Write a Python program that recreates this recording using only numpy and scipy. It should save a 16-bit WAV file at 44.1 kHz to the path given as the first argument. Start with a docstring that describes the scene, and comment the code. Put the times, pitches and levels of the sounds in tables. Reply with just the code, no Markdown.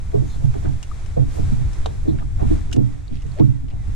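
"""Choppy lake water slaps the hull of a small fishing boat: each wave is noise for the splash, fading tones
for the hollow boom and rising tones for trapped air. The boom shakes the deck camera, so its two microphones
swing in opposition. Tackle clicks (ringing noise), drops plink and far birds call (blurred tones).
Wind buffets the microphones over a soft hiss (shaped noise), and the biggest slaps push the camera's gain down."""
import sys
import numpy as np
from scipy.fft import rfft, irfft, next_fast_len
from scipy.io import wavfile
from scipy.ndimage import uniform_filter1d, minimum_filter1d, map_coordinates

SR = 44100
rng = np.random.default_rng(int(sys.argv[2]) if len(sys.argv) > 2 else 0)


def generate_wav(signal):
    """Clip the signal to [-1, 1] and save it as 16-bit WAV at the path in sys.argv[1]."""
    frames = np.transpose(np.atleast_2d(signal))
    scaled = np.clip(frames, -1, 1) * 32767
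    pcm = np.round(scaled).astype(np.int16)
    wavfile.write(sys.argv[1], SR, pcm)


N = 174195  # length in samples


def amp(db):
    """Turn decibels into gain."""
    return 10 ** (np.asarray(db) / 20)


def unit(x):
    """Scale to rms 1."""
    return x / np.sqrt(np.mean(x ** 2) + 1e-20)


def along(points, hz):
    """Read a curve of (pitch_hz, value) points on a log pitch axis."""
    f, v = np.transpose(points)
    return np.interp(np.log(hz + 1), np.log(f + 1), v)


def curve(rows):
    """Join (time_s, value) points into one value per sample."""
    return np.interp(np.arange(N) / SR, *np.transpose(rows))


def wobble(rate, size=N):
    """Draw a smooth random curve with rate knots a second."""
    return map_coordinates(rng.standard_normal(2048), [np.arange(size) * rate / SR], mode="wrap")


def filtered(x, response):
    """Filter x by a gain that depends on frequency."""
    n = x.shape[-1]
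    m = next_fast_len(n + SR // 4)
    spectrum = rfft(x, m) * response(np.fft.rfftfreq(m, 1 / SR))
    return irfft(spectrum, m)[..., :n]


def rush(gain, alike, size=N):
    """Make stereo noise of rms 1 with a given colour and left-right likeness."""
    def mid_side(hz):
        turn = np.arccos(np.clip(along(alike, hz), -.98, .98)) / 2
        return gain(hz) * np.array([np.cos(turn), np.sin(turn)])

    mid, side = filtered(rng.standard_normal((2, size)), mid_side)
    return unit(np.array([mid + side, mid - side]))


def colour(points):
    """Turn (pitch_hz, level_db) points into a gain of frequency."""
    return lambda hz: amp(along(points, hz))


def hump(hz, centre, slope_db):
    """A rounded peak whose skirts fall by slope_db an octave."""
    return amp(-slope_db * np.hypot(np.log2((hz + 1) / centre), .5))


def add(out, s, x):
    """Mix x into out at time s."""
    i = int(np.clip(round(s * SR), 0, N - 1))
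    out[..., i:i + x.shape[-1]] += x[..., :N - i]


def add_wash(out, s, db, rise, fall, gain, alike, grain_db):
    """Mix in grainy noise that swells to a rounded crest near s and dies away."""
    t = np.arange(-.1, .25, 1 / SR)
    level = 2 * amp(db) * np.exp(-np.logaddexp(-t / rise, t / fall))
    grain = unit(amp(grain_db * wobble(400.4, size=len(t))))
    add(out, s + t[0], level * grain * rush(gain, alike, size=len(t)))


def bubble(hz, life, rise):
    """A damped tone that rises as the bubble nears the surface."""
    u = np.arange(int(1.4 * life * SR)) / SR / life
    tone = np.sin(2 * np.pi * hz * life * (u + rise * u ** 2 / 2))
    return tone * (1 - np.exp(-12 * u)) * amp(7.0 - 46.7 * u)


# strength of the gusts, before the overall lift: time_s, level_db
GUSTS = [(0.0, -27.5), (0.76, -25), (0.8, -32), (1.29, -25), (1.34, -28.5), (1.46, -18.5), (1.58, -23),
         (1.68, -20), (1.74, -26), (2.16, -25.5), (2.22, -28), (2.54, -17.5), (2.6, -26), (2.67, -24),
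         (2.77, -26.5), (3.57, -24), (3.83, -20), (3.95, -19.5)]
# colour of the rumble: pitch_hz, level_db
RUMBLE_COLOUR = [(8, 6), (25, 3), (50, 0), (85, 1.5), (120, -8), (180, -20), (300, -28), (600, -77),
                 (2000, -96)]
# how alike the rumble is left and right: pitch_hz, likeness (1 = same)
RUMBLE_LIKENESS = [(30, 0.86), (100, 0.42), (400, 0.12)]
WIND_LIFT_DB, WIND_FLUTTER_DB = 3.5, 0.4


def wind():
    """Gusts press on the microphones and make a low, fluttering rumble."""
    level_db = WIND_LIFT_DB + curve(GUSTS) + WIND_FLUTTER_DB * wobble(14)
    return amp(level_db) * rush(colour(RUMBLE_COLOUR), RUMBLE_LIKENESS)


# slow rise and fall of the wash, before its random flutter: time_s, level_db
WASH_LEVEL = [(0, -49), (.55, -49), (1.1, -47), (1.5, -46), (2.1, -48.5), (2.6, -46), (2.85, -44),
              (3.15, -47.5), (3.45, -46.5), (3.7, -48.5), (3.95, -45)]
# colour of the wash: pitch_hz, level_db
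WASH_COLOUR = [(240, 2), (400, 7), (509, 0), (679, 2.5), (1100, -0.5), (1300, -1.5), (1660, -2.5),
               (2350, -4), (2900, -11.5), (3580, -8), (4500, -12), (7520, -10), (10800, -20.5),
               (13400, -35), (14800, -30)]
# how the high hiss comes and goes, before its random flutter: time_s, level_db
HISS_LEVEL = [(0, -58.5), (.36, -52), (.7, -56), (1.18, -63.5), (1.36, -47), (1.6, -60), (2.2, -59),
              (2.6, -66), (3, -61.5), (3.95, -65)]
# colour of the high hiss: pitch_hz, level_db
HISS_COLOUR = [(1000, 8), (3500, -1.5), (7000, 2.5), (10000, -5.5), (13500, -13), (15000, -43)]
# how alike left and right are, also for the tackle's clicks: pitch_hz, likeness (1 = same)
AIR_LIKENESS = [(400, 0.019), (1200, 0.043), (2200, 0.17), (3800, 0.72), (5200, 0.039), (8000, 0.033),
                (12000, 0.12)]
# balance of wash and hiss: pitch_hz, left_over_right_db
LEFT_OVER_RIGHT = [(400, -0.5), (2500, 0.5), (4000, 0.5), (6000, 5), (8300, -6), (10500, -6), (13000, 1)]


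def air():
    """Breeze and open water make a broad wash, with a high hiss that comes and goes."""
    wash_gain = amp(curve(WASH_LEVEL) + 1.9 * wobble(6.71))
    wash = wash_gain * rush(colour(WASH_COLOUR), AIR_LIKENESS)
    hiss_gain = amp(curve(HISS_LEVEL) + 1.2 * wobble(24.5))
    hiss = hiss_gain * rush(colour(HISS_COLOUR), AIR_LIKENESS)
    return filtered(wash + hiss, lambda hz: amp(np.outer([.5, -.5], along(LEFT_OVER_RIGHT, hz))))


RIPPLES_PER_S, RIPPLE_MIDDLE_HZ, RIPPLE_MIDDLE_DB = 150, 1240, -66.5
RIPPLE_CYCLES = 3.7  # life of each bubble, in cycles of its tone


def ripples():
    """Many tiny bubbles along the waterline ring briefly at random moments, pitches and sides."""
    out = np.zeros((2, N))
    count = int(RIPPLES_PER_S * N / SR)
    for s, (pitch, size, pan) in zip(rng.uniform(0, N / SR, count), rng.standard_normal((count, 3))):
        hz = RIPPLE_MIDDLE_HZ * np.exp(.5 * pitch)
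        level_db = RIPPLE_MIDDLE_DB + 2.4 * size + np.array([[2], [-2]]) * pan
        add(out, s, amp(level_db) * bubble(hz, RIPPLE_CYCLES / hz, 0.2))
    return out


# spray pattering back on the water: peak_s, rise_s, fall_s, centre_hz, level_db
PATTERS = [(0.124, 0.0061, 0.0051, 1700, -52), (0.539, 0.0034, 0.021, 1050, -49),
           (0.655, 0.0047, 0.011, 1120, -41), (1.37, .025, 0.017, 10000, -59),
           (2.195, 0.013, 0.0086, 1790, -52), (2.404, .008, 0.021, 1150, -46.5),
           (2.495, 0.022, 0.016, 2090, -54.5), (3.17, 0.043, 0.019, 2900, -48.5),
           (3.395, 0.0084, 0.01, 1960, -39.5), (3.70, 0.011, 0.013, 2440, -49)]
# how alike the spray is left and right: pitch_hz, likeness (1 = same)
SPRAY_LIKENESS = [(700, 0.22), (2000, 0.23), (6000, .3)]
SPRAY_GRAIN_DB, SPRAY_SLOPE_DB = 5.5, 15.5  # slope: per octave away from the centre


def spray():
    """Fine drops patter back on the water as short bursts of grainy noise."""
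    out = np.zeros((2, N))
    for s, rise, fall, centre, db in PATTERS:
        tone = lambda hz: hump(hz, centre, SPRAY_SLOPE_DB)
        add_wash(out, s, db, rise, fall, tone, SPRAY_LIKENESS, SPRAY_GRAIN_DB)
    return out


# waves on the hull, shared by hull, air pockets, splashes and froth (levels are relative within each):
# start_s, boom_db, hollow_knock_db, splash_db, splash_rise_s, splash_fall_s, splash_centre_hz,
# trapped_air_hz, trapped_air_db
WAVES = [(0.136, -10, -21.5, -25, 0.0091, 0.027, 473, 405, -11.5),
         (0.215, -43, -28, -30, 0.016, .02, 400, 350, -25),
         (.345, -23.5, -37, -43, 0.012, 0.017, 650, 277, -40),
         (.428, -11, -31, -33.5, 0.016, 0.021, 505, 226, -29),
         (.545, -52, -28, -37.5, 0.0077, 0.023, 735, 399, -27),
         (0.64, -18.5, -26, -32.5, 0.011, 0.028, 597, 327, -23),
         (0.675, -20, -30.5, -40, 0.0092, 0.017, 640, 248, -41),
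         (1.161, -11, -20, -27, .002, 0.026, 530, 488, -16.5),
         (1.204, -22.5, -23, -40, 0.0098, 0.039, 427, 274, -24),
         (1.38, -18.5, -24, -27.5, 0.017, .017, 470, 428, -25.5),
         (1.512, -14.5, -30, -40.5, 0.046, 0.024, 500, 212, -13),
         (1.595, -22, -39, -44, .02, 0.067, 450, 186, -30),
         (1.856, -44, -37, -35.5, 0.0042, 0.049, 480, 440, -23.5),
         (2.072, -19, -18, -24.5, 0.015, 0.021, 402, 301.6, -9.5),
         (2.13, -32, -32, -36, 0.0069, .026, 403, 350, -29.5),
         (2.21, -26, -33.5, -35.5, 0.014, 0.013, 820, 300, -38),
         (2.408, -16.5, -22, -29.5, 0.016, 0.028, 700, 376, -25.5),
         (2.444, -34, -39, -38, 0.009, 0.012, 523, 238, -17),
         (2.502, -31, -19, -23.5, 0.0052, .028, 340, 300.3, -8.5),
         (2.691, -49, -34, -39, 0.012, .02, 420, 397, -35),
         (2.737, -26, -22.5, -42, 0.0055, 0.0098, 400, 294, -18),
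         (2.763, -4, -4.5, -15, 0.0045, .028, 380, 251.6, -4),
         (2.824, -15.5, -46, -40, .01, .02, 450, 204, -37),
         (2.905, -24.5, -33, -50, .01, 0.024, 450, 300, -42),
         (3.106, -20, -24, -39, 0.021, 0.042, 450, 235, -18.5),
         (3.241, -17, -35, -39, 0.014, .022, 453, 437, -32),
         (3.392, -1, -4, -7.5, 0.0052, 0.013, 370, 307, 0),
         (3.472, -10.5, -23.5, -52, 0.011, 0.018, 350, 198, -26),
         (3.624, -24, -32, -46, 0.0073, .015, 350, 250, -22.5),
         (3.72, -24.5, -30, -40, 0.03, 0.048, 700, 480, -40),
         (3.87, -38, -31, -44, .01, .02, 450, 228, -25)]
# ringing modes of the hull: pitch_hz, level_db, t60_s (time to fade by 60 dB), left_over_right_db
HULL_MODES = [(88.5, -18.5, 0.66, -6.5), (119.2, 5, 0.28, -9), (133.1, 7, 0.28, -8.5),
              (209, -3.5, 0.34, -8.5), (239.3, -6, 0.29, -9), (276.6, -2, 0.28, -3.5), (292, -10, 0.6, -1),
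              (310.1, -0.5, 0.18, -3), (387.3, -3.5, 0.12, -2), (455.7, -6, 0.13, -0.5),
              (547, -15, 0.051, -3.5), (697, -13.5, 0.082, -8.5)]
BOOM_BELOW_HZ = 170  # modes below this follow the boom level, the others the knock level
SWELL_S, HOLD_S = 0.019, 0.0059  # time to swell; the push of a wave lasts a moment before the fade
LAG_CYCLES = 0.93  # a mode answers this many cycles late, so the low ones answer last
HULL_TURN = 0.19  # the microphones miss exact opposition (radians)
MODE_DRIFT = .45  # slow random phase drift (radians)
MODE_SHIFT = 0.017  # the wetted area, and so each mode's pitch, differs from wave to wave (share)


def hull():
    """Each wave swells into the hull's modes, from the top down; the microphones hear them nearly opposed."""
    out, t = np.zeros((2, N)), np.arange(int(.6 * SR)) / SR
    turn = np.array([[np.pi + HULL_TURN], [0]])
    for k, (hz, db, t60, pan_db) in enumerate(HULL_MODES):
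        age = np.maximum(t - LAG_CYCLES / hz, 0)
        swell = np.sin(np.pi / 2 * np.minimum(age / SWELL_S, 1)) ** 2
        shape = swell * amp(db - 60 * np.maximum(age - HOLD_S, 0) / t60)
        drift = MODE_DRIFT * wobble(hz / 6, size=2 * N)
        ring = np.zeros((2, N))
        for s, boom_db, knock_db, *_ in WAVES:
            wave_hz = hz * (1 + MODE_SHIFT * rng.standard_normal())
            phase = 2 * np.pi * wave_hz * age + drift[int(s * SR):][:len(t)]
            level_db = boom_db if hz < BOOM_BELOW_HZ else knock_db
            add(ring, s, amp(level_db) * shape * np.sin(phase + turn))
        sign = (-1) ** k if hz > BOOM_BELOW_HZ else 1  # higher modes alternate in sign
        out += sign * unit(amp([[pan_db / 2], [-pan_db / 2]])) * ring
    return out


POCKET_DELAY_S, POCKET_LIFE_S = 0.0052, 0.086
POCKET_RISE, POCKET_ROUGH = 0.1, .25  # rise in pitch over the life, depth of the roughness (shares)
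POCKET_SIDE_DB = -0.95  # added on the left, taken off on the right


def air_pockets():
    """Air trapped under each wave gives a short, rough, hollow clop, carried to the camera by the deck."""
    out = np.zeros(N)
    for s, *_, hz, db in WAVES:
        tone = bubble(hz, POCKET_LIFE_S, POCKET_RISE)
        rough = 1 + POCKET_ROUGH * wobble(hz / 2, size=len(tone))
        add(out, s + POCKET_DELAY_S, amp(db) * tone * rough)
    opposed = np.array([[-1], [1]])
    return amp([[POCKET_SIDE_DB], [-POCKET_SIDE_DB]]) * opposed * out


# shared colour of the splashes: pitch_hz, level_db
SPLASH_COLOUR = [(100, -9), (200, -6), (310, 12), (410, 4.5), (540, -1.5), (710, 4.5), (1050, -3.5),
                 (1800, -7), (8000, -9), (15000, -35)]
# how alike the splashes are left and right: pitch_hz, likeness (-1 = opposed, 1 = same)
SPLASH_LIKENESS = [(400, -0.95), (750, -0.94), (1300, -0.78), (2200, -0.41), (6000, .6)]
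SPLASH_LIFT_DB, SPLASH_GRAIN_DB = -1.5, 1.5
SPLASH_PEAK_S = 0.008  # a splash crests about this long after its slap
SPLASH_SLOPE_DB = 21.5  # per octave away from the centre


def splashes():
    """Each wave climbs the hull and drains off; broad waves sound lower than small crests."""
    out = np.zeros((2, N))
    for s, _, _, db, rise, fall, centre, *_ in WAVES:
        tone = lambda hz: colour(SPLASH_COLOUR)(hz) * hump(hz, centre, SPLASH_SLOPE_DB)
        level_db = SPLASH_LIFT_DB + db
        add_wash(out, s + SPLASH_PEAK_S, level_db, rise, fall, tone, SPLASH_LIKENESS, SPLASH_GRAIN_DB)
    return out


FROTH_MIDDLE_HZ, FROTH_SPREAD = 712, 0.308  # spread: of the natural log of pitch
FROTH_DB = -19.5  # relative to the wave's splash level
FROTH_CYCLES = 9.5  # life of each bubble, in cycles of its tone


def froth(count=14):
    """Each wave folds in a cluster of bubbles; the larger ones are louder and also shake the deck."""
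    out = np.zeros((2, N))
    for s, _, _, db, _, fall, *_ in WAVES:
        for when, pitch, size in rng.standard_normal((count, 3)):
            hz = FROTH_MIDDLE_HZ * np.exp(FROTH_SPREAD * pitch)
            # low bubbles reach the right microphone upside down
            right = np.clip(np.log2(hz / FROTH_MIDDLE_HZ) * 2, -1, 1)
            gain = amp(db + FROTH_DB + 2 * size) * min(FROTH_MIDDLE_HZ / hz, 1) ** 1.64
            tone = bubble(hz, FROTH_CYCLES / hz, 0.17)
            add(out, s + SPLASH_PEAK_S / 2 + fall * abs(when), gain * np.array([[1], [right]]) * tone)
    return out


# faint chirps of far birds (levels before a lift on each side): start_s, length_s, pitch_hz, level_db
BIRD_CHIRPS = [(.28, 0.095, 3900, -61), (.26, 0.079, 6600, -64), (1.8, 0.12, 3550, -63.5),
               (2.07, 0.058, 3850, -61.5)]
CHIRP_BLUR_RATE = 950  # random knots a second; more makes a wider, rougher pitch


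def chirps():
    """Far birds give rough chirps: tones blurred by distance into narrow noise."""
    out = np.zeros((2, N))
    for s, length, hz, db in BIRD_CHIRPS:
        n = int(length * SR)
        phase = 2 * np.pi * hz * np.arange(n) / SR
        tone = wobble(CHIRP_BLUR_RATE, size=n) * np.sin(phase)
        tone += wobble(CHIRP_BLUR_RATE, size=n) * np.cos(phase)
        add(out, s, amp([[db + 9.0], [db + 7.5]]) * np.sin(np.linspace(0, np.pi, n)) * tone)
    return out


# single bubbles and drops (level before the tone's own shape):
# start_s, pitch_hz, level_db, life_s, pitch_rise (share over the life)
DROPS = [(0.541, 1034, -39.5, 0.028, 0.068), (0.913, 1203, -34, 0.026, 0.11),
         (2.19, 1720, -45, 0.038, 0.097), (2.225, 1206, -40, 0.02, 0.081), (2.42, 715, -40, 0.051, 0.033),
         (0.653, 1460, -40, .014, 0.077), (2.717, 1440, -38.5, 0.034, .1), (3.079, 4110, -37.5, 0.015, .03),
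         (3.318, 4200, -33, 0.0076, .08)]
DROP_RIGHT_DB, DROP_ROUGH = -8.5, 1  # right relative to left; depth of the roughness (share)


def plinks():
    """Single drops and bubbles ring with a rough tone that rises and dies."""
    out = np.zeros((2, N))
    for s, hz, db, life, rise in DROPS:
        tone = bubble(hz, life, rise)
        rough = 1 + DROP_ROUGH * wobble(hz / 4, size=len(tone))
        add(out, s, amp([[db], [db + DROP_RIGHT_DB]]) * tone * rough)
    return out


# clicks of the tackle, with the dull knock under each: start_s, click_db, knock_db, attack_s
TACKLE_CLICKS = [(0.828, -34, -38.5, 0.00066), (1.061, -45.5, -44, 0.00047), (1.731, -43, -61, 0.002),
                 (1.8593, -36.5, -19, 0.00062), (2.713, -43, -50, 0.002), (2.725, -28.5, -36.5, 0.0054),
                 (2.762, -43, -39, 0.0011), (3.22, -43, -65, 0.0011), (3.265, -49, -70, 0.0011)]
# resonances of the tackle: pitch_hz, width_hz, level_db
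TACKLE_RESONANCES = [(2160, 700, -2.5), (2870, 116, 11), (3440, 1300, -5), (4650, 300, 0),
                     (5030, 590, -0.5), (6370, 850, 1), (8000, 890, -2.5), (11800, 2600, -28)]
# colour of the dull knock: pitch_hz, level_db
KNOCK_COLOUR = [(150, -28), (450, -23), (700, 8), (1100, 2.5), (1400, -14), (1740, -4), (2200, -24),
                (3900, -8.5), (6000, -42), (15000, -71)]
CLICK_T60_S, KNOCK_T60_S = 0.042, 0.022  # time to fade by 60 dB
TAIL_DB, TAIL_T60_S = -28.5, 0.28  # faint longer tail under both


def tackle_body(f):
    """Add up the tackle's resonances, every other one flipped in sign."""
    total = 0
    for k, (centre, width, db) in enumerate(TACKLE_RESONANCES):
        peak = 1j * f * width / (centre * centre - f * f + 1j * f * width)
        total = total + (-1) ** k * amp(db) * peak
    return total


def tackle():
    """Short bright clicks of noise ring through the tackle, some with a dull knock on the deck."""
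    t, bright, dull = np.arange(SR // 4) / SR, np.zeros(N), np.zeros(N)
    for s, click_db, knock_db, attack in TACKLE_CLICKS:
        age = np.maximum(t - attack, 0)
        rise = np.minimum(t / attack, 1)
        tail = amp(TAIL_DB - 60 * age / TAIL_T60_S)
        add(bright, s, amp(click_db) * rise * (amp(-60 * age / CLICK_T60_S) + tail))
        add(dull, s, amp(knock_db) * rise * (amp(-60 * age / KNOCK_T60_S) + tail))
    knock_likeness = [(400, -0.089), (1000, 0.026), (4000, 0.85)]  # pitch_hz, likeness
    clicks = bright * rush(tackle_body, AIR_LIKENESS)
    return clicks + dull * rush(colour(KNOCK_COLOUR), knock_likeness)


# when one far bird repeats its whistle: start_s
WHISTLE_STARTS = [2.86, 3.18, 3.49, 3.76]
WHISTLE_HZ, WHISTLE_FALL_HZ, WHISTLE_LENGTH_S = 2200, 422, 0.115
WHISTLE_RIGHT_DB, WHISTLE_BLUR = -56, 0.82  # blur: phase scatter (radians)


def whistle():
    """One far bird repeats a falling whistle, blurred by distance."""
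    out = np.zeros((2, N))
    u = np.linspace(0, 1, int(WHISTLE_LENGTH_S * SR))
    for s in WHISTLE_STARTS:
        phase = 2 * np.pi * np.cumsum(WHISTLE_HZ - WHISTLE_FALL_HZ * u) / SR
        phase += WHISTLE_BLUR * wobble(136, size=len(u))
        add(out, s, amp([[WHISTLE_RIGHT_DB + 3], [WHISTLE_RIGHT_DB]]) * np.sin(np.pi * u) * np.sin(phase))
    return out


# shrinking air pockets (level before the fade): start_s, length_s, start_hz, end_hz, level_db
SHRINKING_POCKETS = [(3.361, 0.057, 581, 654, -27), (3.386, 0.05, 756, 1400, -26.5),
                     (3.69, 0.058, 2410, 3230, -48), (3.728, 0.067, 707, 1020, -52)]
GULP_FADE_DB, GULP_ROUGH, GULP_BLUR = 9, .25, 0.75  # roughness (share), blur: phase scatter (radians)


def gulps():
    """The pitch of an air pocket sweeps up ever faster and fades as it shrinks."""
    out = np.zeros((2, N))
    for s, length, start_hz, end_hz, db in SHRINKING_POCKETS:
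        u = np.linspace(0, 1, int(length * SR))
        hz = start_hz + (end_hz - start_hz) * u ** 1.48
        rough = 1 + GULP_ROUGH * wobble(230, size=len(u))
        level = amp(-GULP_FADE_DB * u) * np.sin(np.pi * u) * rough
        phase = 2 * np.pi * np.cumsum(hz) / SR + GULP_BLUR * wobble(300, size=len(u))
        add(out, s, amp([[db], [db - 4.5]]) * level * np.sin(phase))
    return out


def scene():
    """Water, tackle, birds and wind at the deck camera."""
    waves = hull() + air_pockets() + splashes() + froth()
    small_water = ripples() + spray() + plinks() + gulps()
    return wind() + air() + waves + small_water + chirps() + whistle() + tackle()


DUCK_ABOVE_DB, DUCK_SHARE = -11, 0.58  # dB taken off for each dB above the threshold
RECOVER_DB_PER_S = 3
CEILING, TOP_HZ = .92, 14500  # highest peak let through by the limiter; pitch where the top is cut off


def record(dry):
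    """Gain control ducks after loud slaps and creeps back; a limiter catches the peaks; the top is cut off."""
    power = np.abs(uniform_filter1d(np.mean(dry ** 2, axis=0), size=1024))
    level_db = 10 * np.log10(power + 1e-12)
    creep_db = RECOVER_DB_PER_S * np.arange(N) / SR
    push_db = DUCK_SHARE * np.maximum(level_db - DUCK_ABOVE_DB, 0)
    # the strongest push so far holds the gain down, less what has crept back since
    held_db = np.maximum.accumulate(push_db + creep_db) - creep_db
    ducked = dry * amp(-held_db)
    need = CEILING / np.maximum(np.abs(ducked).max(axis=0), CEILING)
    gain = uniform_filter1d(minimum_filter1d(need, size=401), size=401)
    return filtered(ducked * gain, lambda hz: hz < TOP_HZ)


dry = scene()
out = record(dry)
generate_wav(out)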